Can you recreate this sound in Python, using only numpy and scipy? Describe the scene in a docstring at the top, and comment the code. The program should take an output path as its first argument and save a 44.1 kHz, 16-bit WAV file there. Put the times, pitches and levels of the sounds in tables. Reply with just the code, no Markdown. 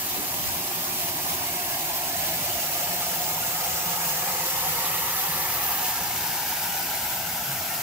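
"""A strong jet from a garden tap plunges into a foaming plastic bucket by a brick wall: shaped noise
and rising sine bubbles make the churn, and noise-driven resonances make the bucket hum.
Spray and bursting foam hiss on top as bands of noise and tiny tones; puffs of air buffet the microphone.
The microphone walks past, so echoes from wall and ground slowly sweep hollows through the rush."""
import sys
import numpy as np
from scipy import signal
from scipy.fft import rfft, irfft
from scipy.io import wavfile
from scipy.ndimage import uniform_filter1d

SR = 44100
rng = np.random.default_rng(int(sys.argv[2]) if len(sys.argv) > 2 else 0)


def int16_out(signal):
    """Quantize to a 16-bit WAV file."""
    q = np.round(np.clip(np.atleast_2d(signal).T, -1, 1) * 32767)
    wavfile.write(sys.argv[1], SR, q.astype(np.int16))


N = 344862
FRAME, HOP = 2048, 512  # spectral frame and its step [samples]
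HZ = np.fft.rfftfreq(FRAME, 1 / SR)
FRAME_S = np.arange(N // HOP + 3) * HOP / SR
TIME = np.arange(N) / SR


def amp(db):
    """Turns decibels into a linear gain."""
    return 10 ** (np.asarray(db) / 20)


def unit(x):
    """Scales to rms 1."""
    return x / np.sqrt(np.mean(x ** 2) + 1e-20)


def follow(rows, times):
    """Reads the columns of a curve table at the given times, with straight lines between rows."""
    s, *columns = np.transpose(rows)
    return np.array([np.interp(times, s, column) for column in columns])


def colour(points):
    """Gain for each frequency of a short spectrum, joined by lines over log frequency."""
    hz, db = np.transpose(points)
    return amp(np.interp(np.log(HZ + 1), np.log(hz), db))


def resonance(hz, width_hz):
    """A bell-shaped resonance of gain 1 at its centre."""
    return 1 / (1 + ((HZ - hz) / (.78 * width_hz)) ** 2)


def waver(low_hz, high_hz):
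    """Slow random wobble between two rates, rms 1."""
    hz = np.fft.rfftfreq(N, 1 / SR)
    band = (hz > low_hz) / np.sqrt(hz + 1) / (1 + (hz / high_hz) ** 4)
    return unit(irfft(rfft(rng.standard_normal(N)) * band, N))


def passing(spot_s, stay_s):
    """Rises smoothly from 0 to 1 and falls again around a moment."""
    return np.exp(-((TIME - spot_s) / stay_s) ** 2)


# the microphone nears the bucket, then backs away: (time [s], gain [dB])
NEARNESS = [(0, -1.5), (.85, -1.7), (1.25, -1.5), (2.05, -1), (2.3, 0), (3.6, 0), (4.2, 0), (4.65, 0.7),
            (5.0, .5), (5.83, -0.8), (6.05, -0.6), (7.0, -1.1), (7.3, -2.5), (7.82, -2)]


def nearness():
    """Gain in dB from the microphone's distance to the bucket."""
    return follow(NEARNESS, TIME)[0]


# path of the microphone: (time [s], lag of the left port [ms], left minus right [dB])
WALK = [(0, .09, -.2), (1.2, .11, -1.2), (3.8, .12, -.4), (5.3, .083, -.2), (6.2, .03, 1.2),
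        (7.82, .013, 1)]


def rush(shape, level_db, direct, patchy_db, apart_hz=1700):
    """Countless tiny splashes merge into noise of this shape, heard at two microphone ports."""
    a, b, c, d, patches = rng.standard_normal((5, len(FRAME_S), len(HZ)))
    lag_ms = follow(WALK, FRAME_S)[0][:, None]
    direct = np.clip(direct, 0, 1)
    # direct sound reaches the left port late; the yard's diffuse sound is most alike in the bass
    direct_part = direct * np.exp(2j * np.pi * HZ * lag_ms / 10 ** 3)
    alike = direct_part + (1 - direct) * 0.96 * np.sinc(HZ / apart_hz)
    left = a + 1j * b
    right = alike * left + np.sqrt(np.maximum(1 - abs(alike) ** 2, 0)) * (c + 1j * d)
    # smoothed over time and frequency, the noise becomes lumpy
    patches = uniform_filter1d(patches, size=5, axis=0)
    patches = unit(uniform_filter1d(patches, size=24, axis=1))
    shape = shape / np.linalg.norm(shape, axis=-1, keepdims=True)
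    z = np.array([left, right]) * shape * amp(patchy_db * patches)
    sound = signal.istft(z.transpose(0, 2, 1), nperseg=FRAME, noverlap=FRAME - HOP)[1][:, :N]
    return amp(level_db) * unit(sound)


def grains(low_hz, high_hz, per_s, cycles, rise, spread_db, width, count=36):
    """Single bubbles and drops: short dying tones that rise in pitch, of many sizes, rms 1."""
    out = np.zeros((2, N))
    for hz in np.geomspace(low_hz, high_hz, count) * rng.uniform(0.94, 1.03, count):
        age = np.arange(int(5 * cycles * SR / hz) + 2) * hz / SR / cycles  # in decay times
        envelope = np.exp(-age) * (1 - np.exp(-8 * age))
        ring = envelope * np.exp(2j * np.pi * cycles * (age + rise * age ** 2 / 2))
        at, draw = rng.integers(0, N, 4000), rng.exponential(1, 4000)
        n = int(per_s * N / SR / count)
        births = np.bincount(at[:n], amp(spread_db * np.minimum(draw[:n], 4)), N)
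        turn = np.exp(1j * width * rng.standard_normal())  # each size reaches the ports out of step
        pair = np.array([ring.imag, (ring * turn).imag])
        out += signal.oaconvolve(births[None], pair, axes=1)[:, :N] * np.sqrt(hz)
    low_cut = signal.butter(2, low_hz / 2, "high", fs=SR, output="sos")
    return unit(signal.sosfilt(low_cut, out))


# spectrum of the deep rumble: (frequency [Hz], relative level [dB])
PLUNGE = [(20, -50), (40, -44), (62, -5), (100, 0), (130, -2), (175, 2.5), (205, -3.5), (245, 0),
          (300, -6.5), (400, -8.5), (700, -37)]
# loudness of the rumble: (time [s], level [dB])
RUMBLE = [(0, -45.5), (2.2, -44.2), (3.5, -45), (5.5, -45), (7.82, -46)]


def plunge():
    """The jet drives air deep under water: a low, lumpy rumble."""
    return rush(colour(PLUNGE), follow(RUMBLE, TIME)[0], direct=.1, patchy_db=1.3)


# the churning water, levels before nearness and layer trims: (time [s], pitch of the bubble cloud [Hz],
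# its width [Hz], its level [dB], level of the splashing surface [dB])
CLOUD = [(0, 740, 432, -42.5, -38.5), (.7, 756, 444, -39, -38.5), (1.5, 760, 450, -39.5, -37),
         (2.3, 730, 340, -39.5, -38), (3, 776, 420, -40.5, -37), (3.8, 850, 483, -37.5, -37),
         (4.9, 1036, 600, -38, -37.5), (5.6, 950, 540, -36, -35.5), (6.4, 843, 320, -38, -38.5),
         (7.82, 800, 314, -38, -36)]


def bubble_cloud():
    """The cloud under the jet rings as a whole, in quick surges, and large bubbles gurgle out of it."""
    level_db = nearness() + follow(CLOUD, TIME)[2]
    pitch_hz, width_hz = follow(CLOUD, FRAME_S)[:2, :, None]
    cloud = rush(resonance(pitch_hz, width_hz) ** 2, level_db - 1.0, direct=0.89, patchy_db=1.0)
    gurgle = grains(680, 1000, per_s=70, cycles=20, rise=.004, spread_db=2.2, width=.4)
    surge = amp(.6 * waver(low_hz=10, high_hz=50))
    return (cloud + amp(level_db - 6.5) * gurgle) * surge


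# modes of the bucket, each loudest at one spot of the walk: (frequency [Hz], width [Hz],
# level away from the spot [dB], lift at the spot [dB], time of the spot [s], stay in the spot [s])
BUCKET = [(165, 33, -58.5, 11, 4.2, 1.65), (356, 32, -55.5, 7.5, 1.1, 2.4), (523, 43, -64, 18, 4.55, 1.6),
          (577, 43, -63.5, 16.5, 2.74, 0.94), (707.4, 48.5, -49.5, 8, 2.2, 1.5)]
SLOSH, SLOSH_HZ = 0.01606, 7.1  # rms pitch bend [share of pitch], upper rate of the bend [Hz]


def bucket(side_db=-17.0):
    """The churning keeps the bucket's modes humming, almost alike at both ports; sloshing bends them."""
    hz, out = np.fft.fftfreq(N, 1 / SR), np.zeros((2, N))
    bent_time = np.cumsum(1 + SLOSH * waver(low_hz=0.96, high_hz=SLOSH_HZ)) / SR
    for mode_hz, width_hz, level_db, lift_db, spot_s, stay_s in BUCKET:
        churn = np.fft.fft(rng.standard_normal((2, N)))
        ring = np.fft.ifft(churn / (1 + 1j * (hz - mode_hz) / width_hz) ** 3)
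        bend = np.exp(2j * np.pi * mode_hz * (bent_time - TIME))
        mid, side = unit((ring * bend).real)
        hum = mid + amp(side_db) * np.array([side, -side])
        out += amp(level_db + lift_db * passing(spot_s, stay_s)) * hum
    return out


# spectrum of the torn surface: (frequency [Hz], relative level [dB])
SPLASH = [(100, -28), (280, -1.5), (450, -4), (650, -5.5), (1000, 3), (1250, 1.8), (1500, -5.5),
          (1750, -0.5), (2150, -1.2), (2700, -5), (4000, -15)]
# a higher ring, heard over the rim as the microphone backs away:
# (time [s], pitch [Hz], width [Hz], level [dB])
UPPER_RING = [(3.0, 1610, 300, -56), (4.0, 1690, 500, -47), (4.6, 1890, 350, -43.5),
              (5.2, 1830, 350, -41.5), (5.9, 1700, 300, -43.5), (6.5, 1600, 440, -41.5),
              (7.0, 1490, 400, -43), (7.82, 1460, 440, -43.5)]


def splash():
    """The surface tears and folds, with a hollow ring and small bubbles plinking in it."""
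    level_db = nearness() + follow(CLOUD, TIME)[3]
    wash = rush(colour(SPLASH), level_db - .9, direct=0.43, patchy_db=0.74)
    ring_hz, width_hz = follow(UPPER_RING, FRAME_S)[:2, :, None]
    ring_db = follow(UPPER_RING, TIME)[2]
    ring = rush(resonance(ring_hz, width_hz) ** 2, ring_db, direct=0.89, patchy_db=1.0)
    plinks = grains(1900, 3200, per_s=170, cycles=26, rise=.006, spread_db=2.3, width=.8)
    blips = grains(1000, 1900, per_s=40, cycles=26, rise=.005, spread_db=2.4, width=.6)
    return wash + ring + amp(level_db - 9.5) * plinks + amp(level_db - 13) * blips


# spectra of pattering droplets and fizzing foam: (frequency [Hz], relative level [dB])
SPRAY = [(900, -35), (1700, -16.5), (2200, -5.6), (2900, -4.3), (3600, -6.5), (4200, -7), (4800, -3.9),
         (6500, -4), (8200, -5.5), (9100, -8.5), (10500, -15), (14000, -49)]
FOAM = [(7000, -41), (9200, -9), (10000, -3), (11200, 0), (12200, 4), (13200, 4.5), (14500, 5.5),
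        (15600, 6), (17000, -12)]
# lift of the spray's middle treble: (time [s], gain [dB])
SPRAY_TREBLE = [(0, -0.5), (2.1, -1), (2.4, -1), (2.9, .5), (3.4, 3), (4.3, 5), (4.9, -1.5), (5.7, -1),
                (6.0, 2), (6.6, -3), (7.82, 0.5)]
# the jet spatters harder for a moment: (time [s], lift of spray and foam [dB], length [s])
SPATTERS = [(0.48, 1.5, 0.048), (1.014, 1.5, 0.078), (1.294, 2, 0.036), (2.24, 1.2, .05),
            (4.086, 1.9, 0.054), (5.712, 1, 0.023), (5.88, 2.3, 0.061), (7.06, 0.8, .05)]
SPRAY_DB, FOAM_DB = -33, -29  # before nearness and spatters
FOAM_SHARE = 0.85  # how much of the nearness gain the foam takes
TREBLE_HZ, TREBLE_WIDTH_HZ = 7100, 3400


def spray():
    """Droplets patter and foam fizzes; both flutter and spatter with the jet as it breaks up."""
    spatter_db = sum(lift_db * passing(s, length_s) for s, lift_db, length_s in SPATTERS)
    spray_db = SPRAY_DB + nearness() + spatter_db
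    foam_db = FOAM_DB + FOAM_SHARE * nearness() + spatter_db
    treble_db = follow(SPRAY_TREBLE, FRAME_S)[0][:, None]
    treble = amp(treble_db * resonance(TREBLE_HZ, TREBLE_WIDTH_HZ))
    patter = rush(colour(SPRAY) * treble, spray_db, direct=0.34, patchy_db=1.0)
    fizz = rush(colour(FOAM), foam_db, direct=0.25, patchy_db=1.25)
    drops = grains(2400, 7600, per_s=600, cycles=6, rise=.02, spread_db=3, width=1.8)
    pops = grains(10000, 16600, per_s=2200, cycles=4.8, rise=.01, spread_db=15.0, width=1.7)
    flutter = amp(.5 * waver(low_hz=4, high_hz=70))
    return (patter + fizz + amp(spray_db - 10) * drops + amp(foam_db - 16) * pops) * flutter


# hiss of the spout as the microphone passes close by the tap: (time [s], level [dB])
SPOUT = [(0, -60), (4.2, -48), (4.7, -36), (5.0, -36.5), (5.15, -32.5), (5.4, -35), (5.73, -29),
         (5.88, -38), (5.97, -50), (7.82, -60)]
SPOUT_HZ, SPOUT_WIDTH_HZ = 13600, 6100


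def spout():
    """The jet leaves the tap with a fine hiss that swells only close by: one broad band of noise."""
    hiss = resonance(SPOUT_HZ, SPOUT_WIDTH_HZ) ** 2
    return rush(hiss, follow(SPOUT, TIME)[0], direct=.6, patchy_db=-1.0)


# puffs of air on the microphone: (time [s], level [dB], length [s], lower edge [Hz], upper edge [Hz],
# difference between the ports [dB])
PUFFS = [(0.195, -38.5, 0.055, 130, 380, -3), (0.41, -46, 0.045, 120, 270, -1),
         (0.467, -46, 0.061, 40, 110, 3), (1.22, -58, 0.054, 45, 80, 2), (2.22, -55, 0.12, 49.7, 110, -12),
         (6.08, -54, 0.098, 50, 110, -3), (7.55, -47, 0.097, 105, 150, -13)]


def breeze():
    """Small puffs of air buffet the two ports, each differently: swells of band-limited noise."""
    out, hz = np.zeros((2, N)), np.fft.rfftfreq(N, 1 / SR)
    for s, db, length_s, low_hz, high_hz, side_db in PUFFS:
        band = hz ** 4 / (hz ** 4 + low_hz ** 4) / (1 + (hz / high_hz) ** 4)
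        mid, side = unit(irfft(rfft(rng.standard_normal((2, N))) * band, N))
        puff = mid + amp(side_db) * np.array([side, -side])
        out += amp(db) * puff * passing(s, length_s)
    return out


BUBBLE_GLIDE = 0.016  # share by which a bubble's pitch rises in each decay time


def bubbles(rows, gain_db, rise_s, decay_s):
    """Each large bubble swells, rings and dies away while its pitch creeps up."""
    out, t = np.zeros(N), np.arange(0, 7 * decay_s, 1 / SR)
    envelope = (1 - np.exp(-t / rise_s)) * np.exp(-t / decay_s)
    envelope = envelope / envelope.max()
    for s, db, hz in rows:
        ring = envelope * np.sin(2 * np.pi * hz * t * (1 + BUBBLE_GLIDE * t / decay_s / 2))
        part = out[round(s * SR):][:len(t)]
        part += amp(db + gain_db) * ring[:len(part)]
    return out


# large bubbles that plop out of the churn: (time [s], peak before the common gain [dB], pitch [Hz])
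PLOPS = [(0.548, -30, 1030), (1.264, -30, 1000), (3.376, -25, 940), (4.861, -26, 1140), (5.177, -25, 1280),
         (5.366, -28, 1290), (6.371, -27, 980), (6.525, -22, 902)]


def plops():
    """Large bubbles burst out as very short, rising tones."""
    return bubbles(PLOPS, gain_db=-5.5, rise_s=.0015, decay_s=0.0076)


# big air pockets under the jet: (time [s], peak before the common gain [dB], pitch [Hz])
GULPS = [(0.578, -37, 186), (0.756, -39, 169), (2.889, -36.5, 175), (3.27, -36, 152), (3.559, -44, 147),
         (3.856, -32.5, 170), (4.143, -34, 161), (4.282, -38, 180.6), (4.53, -38, 152.5), (4.694, -41, 160),
         (5.28, -34, 156), (5.399, -39, 167), (7.476, -31.5, 139.5)]


def gulps():
    """Big air pockets gulp under the jet as deeper, longer tones."""
    return bubbles(GULPS, gain_db=-3.5, rise_s=0.008, decay_s=0.047)


# hollows where reflections cancel the direct sound, gliding as the microphone moves:
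# (time [s], centre [Hz], width [Hz], cut, negative lifts [dB], gain of the port difference [dB])
LOW_HOLLOW = [(2.5, 250, 70, 1.5, 8), (4, 268, 80, 5, 6), (5.3, 292, 80, 5.5, 5), (6.2, 312, 70, -0.5, 8.5),
              (7.82, 330, 90, 2.5, 5)]
MIDDLE_HOLLOW = [(0, 480, 70, 1.7, 2), (2.0, 447, 80, 4, 0), (2.7, 480, 70, 1, 0), (3.3, 605, 50, 2, -1),
                 (4, 610, 60, 4.1, -1), (5, 680, 70, 4, 5), (6, 610, 70, 3, -3), (6.6, 537, 80, 2.5, 1),
                 (7.82, 500, 80, 2, -8)]
HIGH_HOLLOW = [(0, 1350, 171, 0, 2), (1.6, 1300, 150, 6.5, 2), (2.4, 1140, 160, 6.5, -1),
               (3.2, 1080, 90, 6, -2), (4, 1080, 100, 3, -1), (4.8, 1010, 100, -0.5, -5),
               (6.1, 1070, 110, 0, -3), (6.8, 1110, 130, 9, -4), (7.82, 1110, 130, 3, 0)]
UPPER_HOLLOW = [(3, 1700, 120, -3, 0), (4.2, 1620, 110, -3, 0), (5, 1540, 100, 3, 0),
                (5.7, 1490, 120, 0, 0), (6.2, 1240, 130, -0.5, 0), (6.8, 1210, 100, 2, 0),
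                (7.82, 1200, 100, 5, 0)]
OUT_OF_STEP_WIDTH = 5.4  # the ports differ over a band this many times as wide as the hollow
# gain of what differs between the ports, before the hollows: (frequency [Hz], gain [dB])
PORT_DIFFERENCE = [(60, -3), (160, -9), (600, 2.5), (1000, 2.5), (1500, 4), (2000, -1.5), (2400, -2.8),
                   (3100, -.5), (3900, 1.5), (5000, -0.7), (8500, 1.5), (10500, .5), (12500, -1),
                   (15000, 0.5)]


def hollows(z, times):
    """The gliding hollows cut what the ports share and change what differs between them."""
    cut_db, apart_db = 0, 0
    for hollow in LOW_HOLLOW, MIDDLE_HOLLOW, HIGH_HOLLOW, UPPER_HOLLOW:
        centre_hz, width_hz, depth_db, difference_db = follow(hollow, times)[:, :, None]
        cut_db = cut_db + depth_db * resonance(centre_hz, width_hz) ** 2
        apart_db = apart_db + difference_db * resonance(centre_hz, OUT_OF_STEP_WIDTH * width_hz) ** 2
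    mid = (z[0] + z[1]) / 2 * amp(-cut_db).T
    side = (z[0] - z[1]) / 2 * (amp(apart_db) * colour(PORT_DIFFERENCE)).T
    return np.array([mid + side, mid - side])


# two near echoes, changing as the microphone moves: (time [s], delay [ms], strength [0-1])
GROUND_ECHO = [(0, 0.82, 0), (1.5, 0.91, 0.1), (2.3, 1.38, 0.17), (3.8, 1.46, 0.38), (4.9, 1.4, 0.12),
               (5.6, 1.5, 0.3), (6.4, 1.353, 0.22), (7.82, 1.48, 0.26)]
WALL_ECHO = [(0, 3.8, 0.073), (2.3, 2.7, 0.1), (3, 2.3, 0.024), (3.8, 2.46, 0.19), (4.9, 2.32, 0.22),
             (5.6, 2.44, 0.37), (6.4, 2.18, 0.31), (7.82, 1.63, 0.058)]
ECHO_LOW_HZ, ECHO_HIGH_HZ = 153, 2100  # the band in which the echoes stay coherent


def yard(sound, ripple_db=3.0):
    """Ground and wall echoes comb the sound; far surfaces add a fine, slowly drifting ripple."""
    _, s, z = signal.stft(sound, SR, nperseg=FRAME, noverlap=FRAME - HOP)
    hz = HZ[:, None]
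    coherent = hz / (hz + ECHO_LOW_HZ) / (1 + (hz / ECHO_HIGH_HZ) ** 2)
    for echo in GROUND_ECHO, WALL_ECHO:
        delay_ms, strength = follow(echo, s)
        z = z * (1 + strength * coherent * np.exp(-2j * np.pi * hz * delay_ms / 10 ** 3))
    # 16 far paths: lag [s], its drift [s per s], starting phase [rad]
    paths = rng.uniform([.005, -.0004, 0], [.022, .0004, 2 * np.pi], (16, 3))
    far = unit(sum(np.cos(2 * np.pi * hz * (lag_s + drift * s) + start) for lag_s, drift, start in paths))
    z = z * amp(ripple_db * far * hz / (hz + 300) / (1 + hz / 12000))
    return signal.istft(hollows(z, s), nperseg=FRAME, noverlap=FRAME - HOP)[1][:, :N]


def scene():
    """The bright layers drift from right to left as the microphone turns; the yard colours the rush."""
    pan_db = follow(WALK, TIME)[1]
    bright = (spray() + spout() + splash()) * amp(np.array([pan_db, -pan_db]) / 2)
    water = bright + bubble_cloud() + plunge() + bucket()
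    return yard(water) + gulps() + plops() + breeze()


EDGE_HZ = 15680  # upper band limit


def record(dry):
    """A steep low-pass limits the band at the top."""
    low_pass = signal.firwin(701, EDGE_HZ, window=("kaiser", 8), fs=SR)
    return signal.oaconvolve(dry, low_pass[None], "same", axes=1)


dry = scene()
out = record(dry)
int16_out(out)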